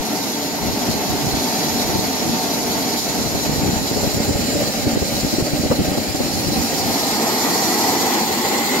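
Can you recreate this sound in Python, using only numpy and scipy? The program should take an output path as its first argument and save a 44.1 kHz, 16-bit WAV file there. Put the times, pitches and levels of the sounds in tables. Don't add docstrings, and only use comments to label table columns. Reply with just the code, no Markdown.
import sys
import numpy as np
from scipy import signal
from scipy.fft import rfft, irfft, next_fast_len
from scipy.io import wavfile
from scipy.ndimage import uniform_filter1d, minimum_filter1d, map_coordinates

SR = 44100
rng = np.random.default_rng(int(sys.argv[2]) if len(sys.argv) > 2 else 0)


def digitize_waveform(pressure):
    field = np.atleast_2d(pressure).T
    bounded = np.clip(field, -1, 1)
    quanta = np.round(bounded * 32767).astype(np.int16)
    wavfile.write(sys.argv[1], SR, quanta)


N = 388080


def amp(db):
    return 10 ** (np.asarray(db) / 20)

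def unit(x):
    return x / np.sqrt(np.mean(x ** 2) + 1e-20)

def along(points, hz):
    knots_hz, values = np.transpose(points)
    return np.interp(np.log(hz + 1), np.log(knots_hz + 1), values)

def curves(rows):
    times, *columns = np.transpose(rows)
    return [np.interp(np.arange(N) / SR, times, column) for column in columns]

def wobble(rate):
    knots = rng.standard_normal(int(N * rate / SR) + 4)
    return map_coordinates(knots, [np.arange(N) * rate / SR])

def filtered(x, response):
    size = next_fast_len(N + SR // 4)
    return irfft(rfft(x, size) * response(np.fft.rfftfreq(size, 1 / SR)), size)[..., :N]


# frequency in Hz, relative spectral level in dB.
BUFFET_SPECTRUM = [(15, -22), (30, -20), (60, -1.5), (105, 1.5), (180, -0.5), (290, 0), (500, -11),
                   (720, -19), (1000, -31), (2000, -48), (5000, -70)]
# start of the hold in seconds, its length in seconds, relative level in dB.
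WIND_GUSTS = [(0.64, 0.073, -22), (0.868, 0.13, -26.5), (1.094, 0.27, -26), (1.69, 0.069, -28),
              (1.895, 0.15, -26.5), (2.23, 0.13, -32), (3.214, 0.045, -25), (3.302, 0.16, -26.5),
              (3.485, 0.37, -25.5), (3.9, 0.09, -28), (4.023, 0.17, -25), (4.26, 0.21, -25),
              (4.553, 0.06, -26), (4.84, 0.098, -25), (5.014, 0.22, -26.5), (5.323, 0.122, -28),
              (5.504, 0.35, -29), (5.967, 0.051, -38), (6.345, 0.13, -26), (6.484, 0.12, -26),
              (6.828, 0.091, -26)]
# time in seconds, level in dB.
DRAUGHT_LEVEL = [(0, -67), (.5, -39), (.7, -36), (3, -34), (3.7, -34), (6.1, -29.5), (7, -34), (7.4, -55),
                 (8.8, -67)]

def wind(gust_db=-2.0, rise_s=0.037, fall_s=0.051, lump_db=3.5, shared=0.27, air_speed=0.93):
    t = np.arange(N) / SR
    gusts = 0
    for start, length, db in WIND_GUSTS:
        corners = [start - rise_s, start, start + length, start + length + fall_s]
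        gusts += amp(db + gust_db) * np.interp(t, corners, [0, 1, 1, 0])
    draught_db, = curves(DRAUGHT_LEVEL)
    strength = np.hypot(gusts, amp(draught_db))
    air = rng.standard_normal((2, N)) + shared * rng.standard_normal(N)
    rumble = unit(filtered(air, lambda hz: amp(along(BUFFET_SPECTRUM, hz / air_speed))))
    lumps = unit(amp(lump_db * np.array([wobble(30), wobble(30)])))
    return rumble * strength * lumps


# time of the crest in seconds, relative level in dB,
# half length in seconds, air speed as a multiple of the usual.
AIR_PUFFS = [(0.897, -19, .009, 0.92), (1.108, -21, 0.011, .65), (1.279, -21, .014, 0.72),
             (1.342, -21, .009, 1), (1.759, -24, .007, 1.1), (1.85, -26, .006, 1), (1.898, -21, .008, 1.3),
             (1.956, -17.5, 0.01, 1.3), (1.993, -18.5, .007, 1.2), (2.262, -19, 0.0055, 1.2),
             (2.299, -19, .007, 1), (3.352, -18, .008, 1.2), (3.497, -21, .011, 1.14),
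             (3.534, -22, .01, 1.1), (3.565, -22, .006, 1.3), (3.587, -18, .01, 0.87),
             (3.631, -21, .014, 1), (3.667, -20, .005, 1), (3.694, -17, 0.014, 1.06), (3.731, -20, .009, 1),
             (3.767, -19, .006, 0.64), (3.801, -22, .006, 1.2), (3.915, -19, 0.0085, 1.05),
             (3.973, -19.5, 0.0089, 1.5), (4.044, -20.5, .018, 1.7), (4.075, -18, .008, 1),
             (4.148, -18.5, .006, .9), (4.175, -22, .009, 1.14), (4.204, -17, .006, 1.16),
             (4.295, -16, 0.018, 1.2), (4.314, -19, .005, 1.4), (4.358, -14.5, 0.0067, 1.1),
             (4.402, -22, 0.0093, 0.89), (4.553, -21, .016, 1.5), (4.638, -20.5, 0.0071, 1.5),
             (4.871, -13, 0.0092, 1.07), (4.934, -20, .005, 1), (4.959, -18, 0.0041, 1.7),
             (4.974, -10.5, 0.0052, 1.3), (5.025, -15, 0.0073, 1.33), (5.246, -19, 0.017, .9),
             (5.341, -17.5, 0.011, 1), (5.386, -14.5, 0.0045, 1.5), (5.407, -18, .009, 1.5),
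             (5.426, -14, .004, 0.72), (5.536, -16, 0.0063, 1), (5.551, -19, 0.0033, 1.2),
             (5.603, -22, .008, 1.1), (5.64, -19, .007, 1.4), (5.66, -20, 0.011, 1.06),
             (5.707, -15, .006, 0.85), (5.719, -11.5, 0.011, 2), (5.796, -14, 0.0092, 1.12),
             (5.807, -18, 0.0058, 1.1), (5.819, -14, .005, .9), (5.884, -19, .01, 1.2),
             (5.918, -18, 0.0044, 0.99), (5.98, -17, .007, 1.4), (6.149, -17.5, .004, 1.25),
             (6.21, -15.5, 0.0075, 1.4), (6.585, -21, .01, 0.84)]

def puffs(gain_db=1.8, shared=0.49, size=8192):
    t = (np.arange(size) - size // 2) / SR
    hz = np.fft.rfftfreq(size, 1 / SR)
    out = np.zeros((2, N))
    for crest_s, db, half_s, air_speed in AIR_PUFFS:
        noise = rng.standard_normal((3, size))
        air = noise[:2] + shared * noise[2]
        swell = np.exp(-(t / half_s) ** 2)
        eddies = swell * irfft(rfft(air) * amp(along(BUFFET_SPECTRUM, hz / air_speed)))
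        start = round(crest_s * SR) - size // 2
        out[:, start:start + size] += amp(db + gain_db) * unit(eddies) * np.sqrt(np.mean(swell ** 2))
    return out


def yard_reflections(x, count=10, echo_db=-14, sway_s=0.00022, mic_offset_s=0.0001954):
    n = np.arange(N)
    bright = filtered(x, lambda hz: hz ** 2 / (hz ** 2 + 850 ** 2))
    out = x.copy()
    for delay_s, slant in zip(rng.uniform(.003, .024, count), rng.uniform(-1.076, 1, count)):
        path_s = delay_s + sway_s * wobble(1.2)
        for mic, side in enumerate((-1, 1)):
            arrival_s = path_s + side * slant * mic_offset_s
            out[mic] += amp(echo_db) * np.interp(n - SR * arrival_s, n, bright[mic])
    return out


# frequency in Hz, coherence, 0 to 1.
MIC_COHERENCE = [(150, 0.9), (400, 0.7), (800, 0.9), (1100, 0.95), (1400, 0.72), (1800, 0.56), (2600, 0.58),
                 (4200, 0.56), (8000, 0.25), (14000, 0.5)]
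# frequency in Hz, left minus right in dB.
MIC_BALANCE = [(300, -0.5), (1100, 1), (2200, 0.5), (4500, -2.2), (6000, -0.94), (13000, -1.7)]
# frequency in Hz, phase lead in radians.
MIC_PHASE_LEAD = [(0, -0.5), (1050, 0.77), (1650, 2), (2100, 5), (3000, 6.5), (4000, 10), (7100, 18.5),
                  (16000, 45)]

def engine_noise(colour_db, above_hz):
    size = next_fast_len(N)
    hz = np.fft.rfftfreq(size, 1 / SR)
    left, independent = rfft(rng.standard_normal((2, size)))
    coherence = np.clip(along(MIC_COHERENCE, hz), 0, 1)
    lag = np.exp(-1j * np.interp(hz, *np.transpose(MIC_PHASE_LEAD)))
    right = lag * (coherence * left + np.sqrt(1 - coherence ** 2) * independent)
    gain = amp(colour_db(hz))
    gain /= np.sqrt(np.mean(gain ** 2 * (hz > above_hz)))
    balance = amp(along(MIC_BALANCE, hz) * np.array([[.5], [-.5]]))
    return irfft(np.array([left, right]) * gain * balance, size)[:, :N]


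# time in seconds, place (0 above the engine, 1 level with it,
# 2 down at the side, 3 over the garden wall).
PHONE_PLACE = [(0, 0), (3, 0), (4.02, 0.33), (4.35, 1), (6.1, 1), (6.7, 1.2), (7.3, 2), (7.9, 2),
               (8.12, 2.5), (8.5, 3.5), (8.8, 3)]

def directional_noise(spectra, resonances, above_hz):
    place = np.clip(curves(PHONE_PLACE)[0], 0, len(spectra) - 1)
    out = 0
    for k, spectrum in enumerate(spectra):
        def colour_db(hz):
            peaks_db = sum(lift_db[k] * np.exp(-((hz - centre) / width) ** 2)
                           for centre, width, *lift_db in resonances)
            return along(spectrum, hz) + peaks_db
        share = np.clip(1 - abs(place - k), 0, 1)
        out += np.sqrt(share) * engine_noise(colour_db, above_hz)
    return out

def fading_tone(hz, width_hz, steady=0):
    fading = np.array([steady + wobble(width_hz) + 1j * wobble(width_hz) for _ in range(2)])
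    lead = np.interp(hz, *np.transpose(MIC_PHASE_LEAD)) * np.array([[1], [0]])
    phase = lead + 2 * np.pi * np.cumsum(hz) / SR
    return unit(np.real(fading * np.exp(1j * phase)))


# time in seconds, turns per second.
SHAFT_SPEED = [(0, 1343), (.5, 1344), (1.1, 1341), (1.5, 1348), (2, 1358), (3, 1383), (4, 1409),
               (4.8, 1416), (6, 1448), (7.1, 1474), (7.7, 1479), (8.4, 1477), (8.8, 1483)]
# multiple of shaft speed, width in Hz, relative dB at places 0 to 3.
SHAFT_HARMONICS = [(4, 30, -22, -24, -23, -29), (6, 22, -35, -32, -33, -31), (10, 18, -34, -33, -31, -26.5)]
# time in seconds, relative level in dB.
BEARING_LEVEL = [(0, -26), (1, -35), (1.7, -24), (2.3, -26.5), (3.4, -27), (4.5, -21.5), (5.1, -27),
                 (6.3, -22), (6.9, -23), (7.4, -17.5), (7.8, -18), (8.2, -29), (8.8, -28)]
# time in seconds, relative level in dB.
WHISTLE_LEVEL = [(0, -34), (2, -38), (3, -15), (4.3, -9.5), (4.65, -10), (4.85, -17), (5.15, -15),
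                 (5.7, -15), (6.3, -20), (6.9, -19), (7.6, -19), (8.8, -30)]
# time in seconds, relative level in dB, frequency in Hz.
TAILPIPE_RING = [(0, -32, 1947), (6.9, -30, 1913), (7.15, -22, 1890), (7.4, -14, 1900), (7.8, -13, 1948),
                 (8.35, -17, 1990), (8.5, -9, 2023), (8.8, -9.5, 2055)]

def whines(gain_db=5.0, bearing_order=7.668, whistle_order=5.137, intake_hz=4860, intake_db=-23):
    speed, = curves(SHAFT_SPEED)
    place, = curves(PHONE_PLACE)
    hiss_db, = curves(HISS_LOUDNESS)
    bearing_db, = curves(BEARING_LEVEL)
    whistle_db, = curves(WHISTLE_LEVEL)
    ring_db, ring_hz = curves(TAILPIPE_RING)
    shaft = 0
    for order, width_hz, *place_db in SHAFT_HARMONICS:
        harmonic_db = np.interp(place, range(len(place_db)), place_db) + 2.5 * wobble(2.4)
        shaft += amp(harmonic_db) * fading_tone(order * speed, width_hz, steady=1.0)
    bearing = amp(bearing_db) * fading_tone(bearing_order * speed, width_hz=35, steady=1.4)
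    flutter = unit(amp(2.5 * wobble(22)))
    whistle_hz = whistle_order * speed + 35 * wobble(250)
    whistle = amp(whistle_db) * flutter * fading_tone(whistle_hz, width_hz=130)
    intake_fade = unit(amp(4.0 * wobble(8.4)))
    intake = amp(intake_db) * intake_fade * fading_tone(np.full(N, intake_hz), width_hz=45)
    ring = amp(ring_db) * fading_tone(ring_hz, width_hz=210)
    return amp(hiss_db + gain_db) * (shaft + bearing + whistle + intake + ring)


def patchy_hiss(x, depth_db=1.5):
    spectra = signal.stft(x, nperseg=512)[2]
    flicker = rng.standard_normal(spectra.shape[1:])
    flicker = uniform_filter1d(flicker, size=4, axis=0)
    flicker = uniform_filter1d(flicker, size=7, axis=1)
    gain = unit(amp(depth_db * unit(flicker)))
    return signal.istft(spectra * gain, nperseg=512)[1][:, :N]


# frequency in Hz, relative spectral level in dB.
HISS_FROM_ABOVE = [(1940, -27), (3300, -2.5), (3640, -0.5), (3950, 5), (4500, 4.5), (5040, 3.5), (5820, 4),
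                   (6900, 4), (7320, -1), (8340, -9.5), (10100, -5.5), (11700, -0.5), (12700, -3.5),
                   (13900, -3.5), (15700, -11)]
HISS_ON_AXIS = [(1940, -14), (3300, -10), (3650, -1.5), (3950, 8.5), (4510, 6.5), (5140, 6), (6300, 2.5),
                (7220, 4.5), (7510, 0), (8120, -6), (10300, -3), (10800, -6), (11800, -2), (14500, -5),
                (15700, -5)]
HISS_AT_SIDE = [(1940, -44), (3300, -6), (3520, -3.5), (4150, 6), (5040, 3.5), (6170, 3), (7360, 1.5),
                (8390, -10), (9130, -7.5), (10500, -4.5), (11200, -4), (12300, -2.5), (13400, -1.5),
                (15700, -10)]
HISS_AT_WALL = [(1940, -34), (3300, -1), (3710, 2), (4200, 8.5), (4630, 4.5), (5110, 2), (5670, 0.5),
                (7400, 4.5), (8450, -7), (10700, -5), (13200, -1.5), (15100, -5), (15700, -3)]
# centre in Hz, half width in Hz, lift in dB at places 0 to 3.
HISS_RESONANCES = [(3890, 80, 3.5, 0.5, 0.3, 0.3), (4220, 110, 3, 0.2, 0.2, 0.2),
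                   (4510, 52, 2, 2.2, 0.3, 0.3), (4860, 40, 3.5, 0.3, 1.2, 0.3),
                   (5240, 40, 3.5, 0.3, 0.3, 0.3)]
# time in seconds, relative level in dB.
HISS_LOUDNESS = [(0, -31.5), (.15, -29.5), (.35, -29), (.6, -31.5), (.8, -29), (1.7, -27), (2.2, -28),
                 (2.9, -27.5), (3.3, -28.5), (4.6, -28.5), (4.9, -29.5), (5.15, -28), (5.9, -30.5),
                 (6.7, -27), (7.8, -24.5), (8.3, -26.5), (8.8, -26)]

def jet_hiss(gain_db=3.0, flutter_db=1.01):
    level_db, = curves(HISS_LOUDNESS)
    envelope = amp(level_db + gain_db + flutter_db * wobble(70))
    spectra = [HISS_FROM_ABOVE, HISS_ON_AXIS, HISS_AT_SIDE, HISS_AT_WALL]
    return envelope * directional_noise(spectra, HISS_RESONANCES, above_hz=3700)


# time in seconds, centre in Hz, approximate depth in dB.
NOTCH_PATH = [(5.9, 646, 0), (6.4, 630, 8), (7, 580, 9), (7.5, 550, 2), (8, 585, 7), (8.4, 650, 3),
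              (8.8, 683, 2)]

def reflection_notch(x, width_hz=42, crest_offset_hz=135, crest_ratio=0.35):
    hz, t, spectra = signal.stft(x, SR, nperseg=2048)
    times, *columns = np.transpose(NOTCH_PATH)
    centre_hz, depth_db = (np.interp(t, times, column) for column in columns)
    offset_hz = hz[:, None] - centre_hz
    dip = np.exp(-(offset_hz / width_hz) ** 2)
    crest = crest_ratio * np.exp(-((offset_hz - crest_offset_hz) / (2 * width_hz)) ** 2)
    return signal.istft(spectra * amp(depth_db * (crest - dip)), SR, nperseg=2048)[1][:, :N]


# frequency in Hz, relative spectral level in dB.
ROAR_FROM_ABOVE = [(35, -31), (90, -15.5), (140, -8), (235, 2.5), (290, 0), (350, -5), (410, -1), (520, -9),
                   (600, -5.5), (800, -6), (940, -11), (1080, -15), (1480, -16.5), (1950, -14.5),
                   (2300, -16), (3000, -21), (3600, -21.5), (5500, -56)]
ROAR_ON_AXIS = [(60, -25), (150, -6.5), (250, 1), (370, -6), (450, -6), (520, -4.5), (600, -6), (680, -7.5),
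                (790, -6.5), (900, -12.5), (1020, -22), (1300, -17), (1550, -19.5), (1900, -15),
                (3600, -21.5), (4700, -59), (7900, -120)]
ROAR_AT_SIDE = [(40, -34), (90, -10.5), (140, -9), (230, 1.5), (330, 2), (450, -0.5), (590, -7),
                (680, -3.5), (790, 1.1), (950, -1.5), (1060, -8), (1220, -9), (1550, -16), (1800, -11),
                (1980, -12), (2250, -12.5), (2800, -19), (3600, -16.5), (5500, -72)]
ROAR_AT_WALL = [(40, -34), (85, -11), (130, -10.5), (240, 3.5), (370, 1), (500, -4.5), (660, -8),
                (830, -1.5), (1000, -4.5), (1200, -12), (1600, -13), (2020, -10), (2400, -15.5),
                (3600, -18), (5500, -70)]
# centre in Hz, half width in Hz, lift in dB at places 0 to 3.
ROAR_RESONANCES = [(233, 14, 1.5, 3, 3.5, 3.5), (294, 22, 4.5, 5, 0.23, -2.5), (579, 50, 0.5, 5, 1.5, 1.5),
                   (739, 35, 5, 2, -0.7, 1.5), (797, 27, -0.5, -0.5, -0.5, 3.5), (903, 39, 6, -1, -1, -0.5),
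                   (1600, 60, -1, 2.5, 1, -5), (1900, 43, 2.5, 2.5, -2, 4)]
# time in seconds, relative level in dB.
ROAR_LOUDNESS = [(0, -29.5), (.55, -29.5), (.9, -28), (1.7, -27.5), (2.8, -28), (3.2, -29), (4.6, -29),
                 (5.3, -29.5), (6.4, -29.5), (6.9, -27), (7.35, -24.5), (8.1, -24.5), (8.4, -25.5),
                 (8.8, -25.5)]

def burner_roar(gain_db=2.0, flutter_db=1.0, waver_db=2.4, waver_below_hz=750):
    level_db, = curves(ROAR_LOUDNESS)
    place, = curves(PHONE_PLACE)
    on_axis = np.clip(1 - abs(place - 1), 0, 1)
    spectra = [ROAR_FROM_ABOVE, ROAR_ON_AXIS, ROAR_AT_SIDE, ROAR_AT_WALL]
    burning = reflection_notch(directional_noise(spectra, ROAR_RESONANCES, above_hz=570))
    low = filtered(burning, lambda hz: 1 / (1 + (hz / waver_below_hz) ** 4))
    waver = amp(waver_db * on_axis * (wobble(55) - .5))
    envelope = amp(level_db + gain_db + flutter_db * wobble(35))
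    return envelope * (burning - low + waver * low)


def scene(engine_db=-1):
    engine = burner_roar() + patchy_hiss(jet_hiss()) + whines()
    return amp(engine_db) * yard_reflections(engine) + wind() + puffs()

def bass_ducking(x, bass_hz=220, knee_db=-20.5, slope=0.4, hold_s=0.012):
    hold = round(hold_s * SR)
    bass = filtered(x, lambda hz: 1 / (1 + (hz / bass_hz) ** 4))
    power = abs(uniform_filter1d(np.mean(bass ** 2, axis=0), hold))
    needed = (1 + (power / amp(knee_db) ** 2) ** 2) ** (-slope / 4)
    held = minimum_filter1d(needed, 2 * hold, origin=-hold // 2)
    return x * uniform_filter1d(held, hold)

def record(dry):
    ceiling, hold, top_hz = 0.66, round(0.016 * SR), 15750
    ducked = bass_ducking(dry)
    needed = ceiling / np.maximum(abs(ducked).max(axis=0), ceiling)
    gain = uniform_filter1d(minimum_filter1d(needed, 2 * hold), hold)
    return filtered(ducked * gain, lambda hz: hz < top_hz)


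dry = scene()
out = record(dry)
digitize_waveform(out)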